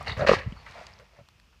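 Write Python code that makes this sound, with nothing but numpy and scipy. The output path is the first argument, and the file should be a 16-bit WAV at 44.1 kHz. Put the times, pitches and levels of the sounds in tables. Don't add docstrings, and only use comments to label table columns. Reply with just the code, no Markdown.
import sys
import numpy as np
from scipy import signal
from scipy.fft import rfft, irfft, next_fast_len
from scipy.io import wavfile
from scipy.ndimage import uniform_filter1d, map_coordinates

SR = 44100
rng = np.random.default_rng(int(sys.argv[2]) if len(sys.argv) > 2 else 0)


def unload_audio(sound):
    columns = np.transpose(np.atleast_2d(sound))
    steps = np.round(np.clip(columns, -1, 1) * 32767)
    wavfile.write(sys.argv[1], SR, steps.astype(np.int16))


N = 70560

RUSTLE_LEVELS = [(0, -48), (.16, -51.5), (.54, -57), (.65, -55.5), (.69, -51), (.73, -51), (.79, -48.5),
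                 (.86, -52.5), (.95, -57.5), (1.03, -62), (1.1, -66.5), (1.17, -63), (1.25, -70),
                 (1.6, -73.5)]
LITTER_SPECTRUM = [(150, -52), (250, -22), (287, -6.5), (346, -8), (471, -4.5), (620, -2.5), (788, -2.5),
                   (873, 1.5), (1560, -6.5), (2130, -1.5), (3050, -12), (4520, -11.5), (15000, -46)]
RUMBLE_LEVELS = [(0, -46.5), (.18, -41.5), (.23, -36.5), (.3, -37.5), (.43, -46.5), (.5, -49), (.62, -54.5),
                 (.9, -57), (1.1, -63.5), (1.6, -62.5)]
GROUND_SPECTRUM = [(20, -33.5), (32, -26), (52, 7), (90, 0), (150, -5), (230, -12), (320, -17.5),
                   (500, -55.5)]
SNORT_BLASTS = [(.002, 0.014, -48), (0.06, 0.022, -31.5), (0.084, 0.047, -39.5)]
SNOUT_SPECTRUM = [(150, -37), (250, -1.5), (352, -21), (418, 2.5), (479, -5.5), (788, 2), (858, 0.5),
                  (984, 2), (1510, -5.5), (2130, 4), (2360, -10.5), (2900, -1.5), (3270, -21.5),
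                  (3810, -11), (4840, -12), (5190, -20.5), (15000, -52.5)]
# t/s, peak level/dB, f/Hz
KNOCK_EVENTS = [(.008, -34, 665), (.009, -34, 1080), (.081, -26, 4200), (.1025, -31, 3700),
                (.118, -28.5, 3850), (.1235, -33, 4300), (.1945, -26, 1600), (.2105, -34, 3900),
                (.2715, -19, 1900), (.2735, -25, 4300), (.2855, -21, 2650), (.329, -31, 5500),
                (.3525, -22, 2000), (.386, -36, 3500), (.411, -32, 2000), (.441, -43, 3000),
                (.5232, -42, 2900)]
GROUND_BLOWS = [(.01, -40.5, 126), (0.086, -29, 77.4), (0.113, -27.5, 99), (0.173, -27.5, 95.4),
                (0.193, -27.5, 131.8), (.212, -27, 82.6), (0.223, -20.5, 151.2), (0.365, -28.5, 85),
                (.463, -23.5, 78.1), (0.474, -24.5, 119), (0.487, -33, 49.7), (0.522, -31, 170),
                (0.543, -46, 46.7), (0.566, -43, 61), (0.699, -44, 91), (0.905, -54, 65.5),
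                (1.19, -49.5, 110), (1.211, -45.5, 110)]
STALK_SNAPS = [(0.028, -44, 8600, 1.2), (0.5227, -43, 2280, 0.88), (.711, -43.5, 4600, 0.61),
               (0.7219, -41, 2900, .75), (0.8676, -34, 4100, 0.58), (.937, -44, 5030, 0.18),
               (0.9895, -43.5, 4480, 0.35), (1.2873, -40.5, 1300, 1.7), (1.399, -45, 2580, 1.14)]
WIRE_SLIPS = [(0.089, 0.011, -51, 3730), (0.093, 0.022, -50, 4400), (0.563, 0.061, -65.5, 4440)]
HUFF_BREATHS = [(0.163, 0.082, -38.5, 0.0087, 0.94), (0.206, 0.019, -25.5, 0.0018, 1.06),
                (0.231, 0.0065, -29, 0.0038, 0.82), (0.363, 0.0037, -33, 0.005, 0.57),
                (0.753, 0.065, -48.5, 0.0051, 1.074), (0.993, 0.037, -55.5, 0.0034, 0.89),
                (1.123, 0.062, -64.5, 0.02, 0.98), (1.181, 0.017, -53, 0.015, 1.01)]
THROAT_SPECTRUM = [(100, -26), (220, -12), (330, -24), (470, -6), (570, 0), (660, -1), (790, -14),
                   (1200, -17), (1550, -14), (1900, -20), (3000, -36), (8000, -58), (15000, -80)]
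# t/s, length/s, level/dB, attack/s, tilt/(dB per octave)
MESH_SHOVES = [(.165, 0.071, -40, .0083, 0.5), (.2635, 0.0052, -21, .007, -1),
               (.268, 0.028, -23, .0032, 1.5), (.304, 0.046, -30, .016, 3), (.368, 0.028, -42.5, .004, 2.5),
               (.556, .014, -58, .0034, -0.5)]
MESH_SPECTRUM = [(150, -30.5), (330, -5.5), (520, 5), (800, -1), (1100, 2), (1400, -4.5), (1850, 3),
                 (2150, -3.5), (2700, -4.5), (3250, -12), (4500, -11.5), (5600, -20.5), (8000, -33),
                 (12000, -50.5), (15500, -61)]
BAR_MODES = [(529, -8, .35), (840, -11, .28), (1338, -3, .33), (1636, -2, .28), (1681, 0, .22),
             (1807, -6, .3), (1909, -5, .28), (2002, -5, .28), (2261, -6, .28), (2541, -7, .27),
             (4328, -13, .2)]
WIRE_DECAY = [(300, .25), (1800, .36), (4400, .27), (6000, .19), (10000, .16)]
HOOF_SCUFFS = [(0.171, 0.0072, -57, 2980, 1.5), (0.186, .014, -54.5, 5970, 0.28),
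               (.564, 0.006, -51.5, 1140, 0.46), (0.6638, 0.0051, -42.5, 1370, 0.68),
               (0.673, 0.021, -53.5, 1770, 0.36), (0.997, .003, -56.5, 1295, 1.17),
               (1.164, 0.012, -64.5, 1840, 0.18), (1.526, .018, -68, 1150, .9)]
# t/s, first spacing/s, ratio of successive spacings, level/dB,
# final mouth closure (0-1), swell/(dB per pulse), frequency ratio
GRUNT_TRAINS = [(.1952, .0242, 1.15, -25.5, 0, 3.5, 1.044), (.2918, .0226, 0.84, -3.5, 0.9, -0.07, 0.99),
                (1.188, .007, 1.5, -44.5, .05, -2, 1.08)]
# f/Hz, level/dB, level change/dB and fractional fall of f at full closure
GRUNT_FORMANTS = [(226.8, -12.5, -6, 0.05), (562.4, 0.5, -13, 0.32), (806, -23.5, 10.5, .05),
                  (1137, -20.5, 12, 0.02), (1214, -12, -0.5, 0), (2002, -26, -15.5, 0),
                  (2665, -34.5, -1.5, 0.12)]
TREE_DECAY = [(100, 0.12), (1000, 0.61), (8000, 0.17)]
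AIR_SPECTRUM = [(88, -49.5), (150, -11), (480, -9.5), (910, -18), (1130, -7.5), (2180, -17.5), (2540, -3.5),
                (3900, -16), (5110, -12.5), (9150, -27), (15400, -30)]


def amp(db):
    return 10 ** (np.asarray(db) / 20)


def unit(x):
    return x / np.sqrt(np.mean(x ** 2) + 1e-20)


def clock(start=0):
    return np.maximum(np.arange(N) / SR - start, 0)


def along(points, hz):
    f, values = np.transpose(points)
    return np.interp(np.log(hz + 1), np.log(f + 1), values)


def level(rows):
    return amp(np.interp(clock(), *np.transpose(rows)))


def filtered(x, response):
    size = next_fast_len(N + SR // 4)
    return irfft(rfft(x, size) * response(np.fft.rfftfreq(size, 1 / SR)), size)[:N]


def band(hz, centre, octaves):
    return 1 / (1 + .5 * (np.log2((hz + 1) / centre) / octaves) ** 2) ** 2


def wobble(per_s):
    return map_coordinates(rng.standard_normal(N // 4), [clock() * per_s], mode="mirror")


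def noise(spectrum, grain=0):
    clumps = np.exp(grain * np.clip(wobble(per_s=900), -2, 2))
    return unit(filtered(rng.standard_normal(N) * clumps, lambda hz: amp(along(spectrum, hz))))


def band_noise(hz, octaves):
    return unit(filtered(rng.standard_normal(N), lambda f: band(f, hz, octaves)))


def burst(start, length, attack, t60):
    return np.minimum(clock(start) / attack, 1) * amp(-60 * clock(start + length) / t60)


def ring_out(x, t60s):
    hz, t, spectra = signal.stft(rng.standard_normal(SR // 2), SR, nperseg=256)
    tail = signal.istft(spectra * amp(-60 * t / along(t60s, hz)[:, None]), SR, nperseg=256)[1]
    return signal.fftconvolve(x, tail / np.linalg.norm(tail))[:N]


def litter_rustle():
    return level(RUSTLE_LEVELS) * noise(LITTER_SPECTRUM, grain=.25)


def ground_rumble():
    return level(RUMBLE_LEVELS) * noise(GROUND_SPECTRUM)


def snorts():
    blasts = sum(amp(db) * burst(start, length, attack=.013, t60=.1) for start, length, db in SNORT_BLASTS)
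    flutter_db = 1.3
    return blasts * noise(SNOUT_SPECTRUM, grain=.35) * amp(flutter_db * wobble(per_s=220))


def knocks(mode_count=5, spread=.07, ring_t60=.032, crack_t60=.0105, rise_s=.0003):
    out, t = np.zeros(N), np.arange(SR // 10) / SR
    for start, db, hz in KNOCK_EVENTS:
        modes_hz = hz * (1 + spread * rng.standard_normal((mode_count, 1)))
        phases = 2 * np.pi * (modes_hz * t + rng.random((mode_count, 1)))
        ring = unit(np.sin(phases).sum(0)) * amp(-60 * t / ring_t60)
        crack = .12 * amp(-60 * t / crack_t60) * uniform_filter1d(rng.standard_normal(len(t)), size=3)
        knock = (ring + crack) * (1 - np.exp(-t / rise_s))
        out[round(start * SR):][:len(t)] += amp(db) * knock / np.abs(knock).max()
    return out


def thuds(rise_cycles=.44, bend_cycles=.2):
    out = np.zeros(N)
    for start, db, hz in GROUND_BLOWS:
        cycles = clock(start) * hz
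        age = cycles / rise_cycles
        phase = 2 * np.pi * (cycles + bend_cycles * (1 - np.exp(-age)))
        out -= amp(db) * age * np.exp(1 - age) * np.sin(phase)
    return out


def stalk_snaps(t60=.0105, cutoff_hz=8500):
    out = np.zeros(N)
    for start, db, hz, octaves in STALK_SNAPS:
        t = clock(start)
        crack = rng.standard_normal(N) * (t > 0) * amp(-60 * t / t60)
        snap = filtered(crack, lambda f: band(f, hz, octaves) / np.hypot(1, (f / cutoff_hz) ** 2))
        out += amp(db) * snap / np.abs(snap).max()
    return out


def wire_squeals():
    return sum(amp(db) * burst(start, length, attack=.005, t60=.055) * band_noise(hz, octaves=.065)
               for start, length, db, hz in WIRE_SLIPS)


def huffs():
    out = np.zeros(N)
    for start, length, db, attack, ratio in HUFF_BREATHS:
        throat = [(hz * ratio, gain_db) for hz, gain_db in THROAT_SPECTRUM]
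        out += amp(db) * burst(start, length, attack, t60=.075) * noise(throat, grain=.35)
    return out


def mesh_clash(pivot_hz=1500):
    out = np.zeros(N)
    for start, length, db, attack, tilt in MESH_SHOVES:
        spectrum = [(hz, gain_db + tilt * np.log2(hz / pivot_hz)) for hz, gain_db in MESH_SPECTRUM]
        out += amp(db) * burst(start, length, attack, t60=.081) * noise(spectrum, grain=.21)
    return out


def frame_ring(drive, rattle_rad=.7):
    t = clock()
    bars = sum(amp(db - 60 * t / t60) * np.sin(2 * np.pi * hz * t + rattle_rad * wobble(per_s=70))
               for hz, db, t60 in BAR_MODES)
    return signal.fftconvolve(drive, bars / np.linalg.norm(bars))[:N]


def gate(wires_db=-11, frame_db=-20, chatter_db=1.8):
    clash = mesh_clash()
    knocking = knocks()
    frame = amp(frame_db) * frame_ring(clash)
    wires = amp(wires_db) * ring_out(clash + knocking, WIRE_DECAY)
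    chatter = amp(chatter_db * wobble(per_s=190))
    return knocking + (clash + wires + frame) * chatter


def hoof_scuffs():
    return sum(amp(db) * burst(start, length, attack=.001, t60=.07) * band_noise(hz, octaves)
               for start, length, db, hz, octaves in HOOF_SCUFFS)


def grunts(pulses=3, rise_s=.0006, pulse_s=.0069, rasp_rad=.1):
    out = np.zeros(N)
    for start, spacing, stretch, db, closure, swell_db, ratio in GRUNT_TRAINS:
        for k in range(pulses):
            t = clock(start + spacing * np.sum(stretch ** np.arange(k)))
            closed = closure * k / (pulses - 1)
            puff = (1 - np.exp(-t / rise_s)) * np.exp(-(t / pulse_s) ** 2)
            for hz, formant_db, change_db, fall in GRUNT_FORMANTS:
                phase = 2 * np.pi * hz * ratio * (1 - fall * closed) * t + rasp_rad * wobble(per_s=700)
                gain = amp(db + k * swell_db + formant_db + change_db * closed ** 2)
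                out += gain * puff * np.sin(phase)
    return out


def scene(dip_db=-4.5, trees_db=-25.5, air_db=-67.5):
    pen = snorts() + huffs() + grunts() + gate() + wire_squeals()
    pen += ground_rumble() + thuds() + litter_rustle() + hoof_scuffs() + stalk_snaps()
    arriving = filtered(pen, lambda hz: amp(dip_db * band(hz, centre=300, octaves=.23)))
    echo = amp(trees_db) * ring_out(arriving, TREE_DECAY)
    return (arriving + echo + amp(air_db) * noise(AIR_SPECTRUM))[None]


def record(dry):
    return filtered(dry[0], lambda hz: hz < 15400)[None]


dry = scene()
out = record(dry)
unload_audio(out)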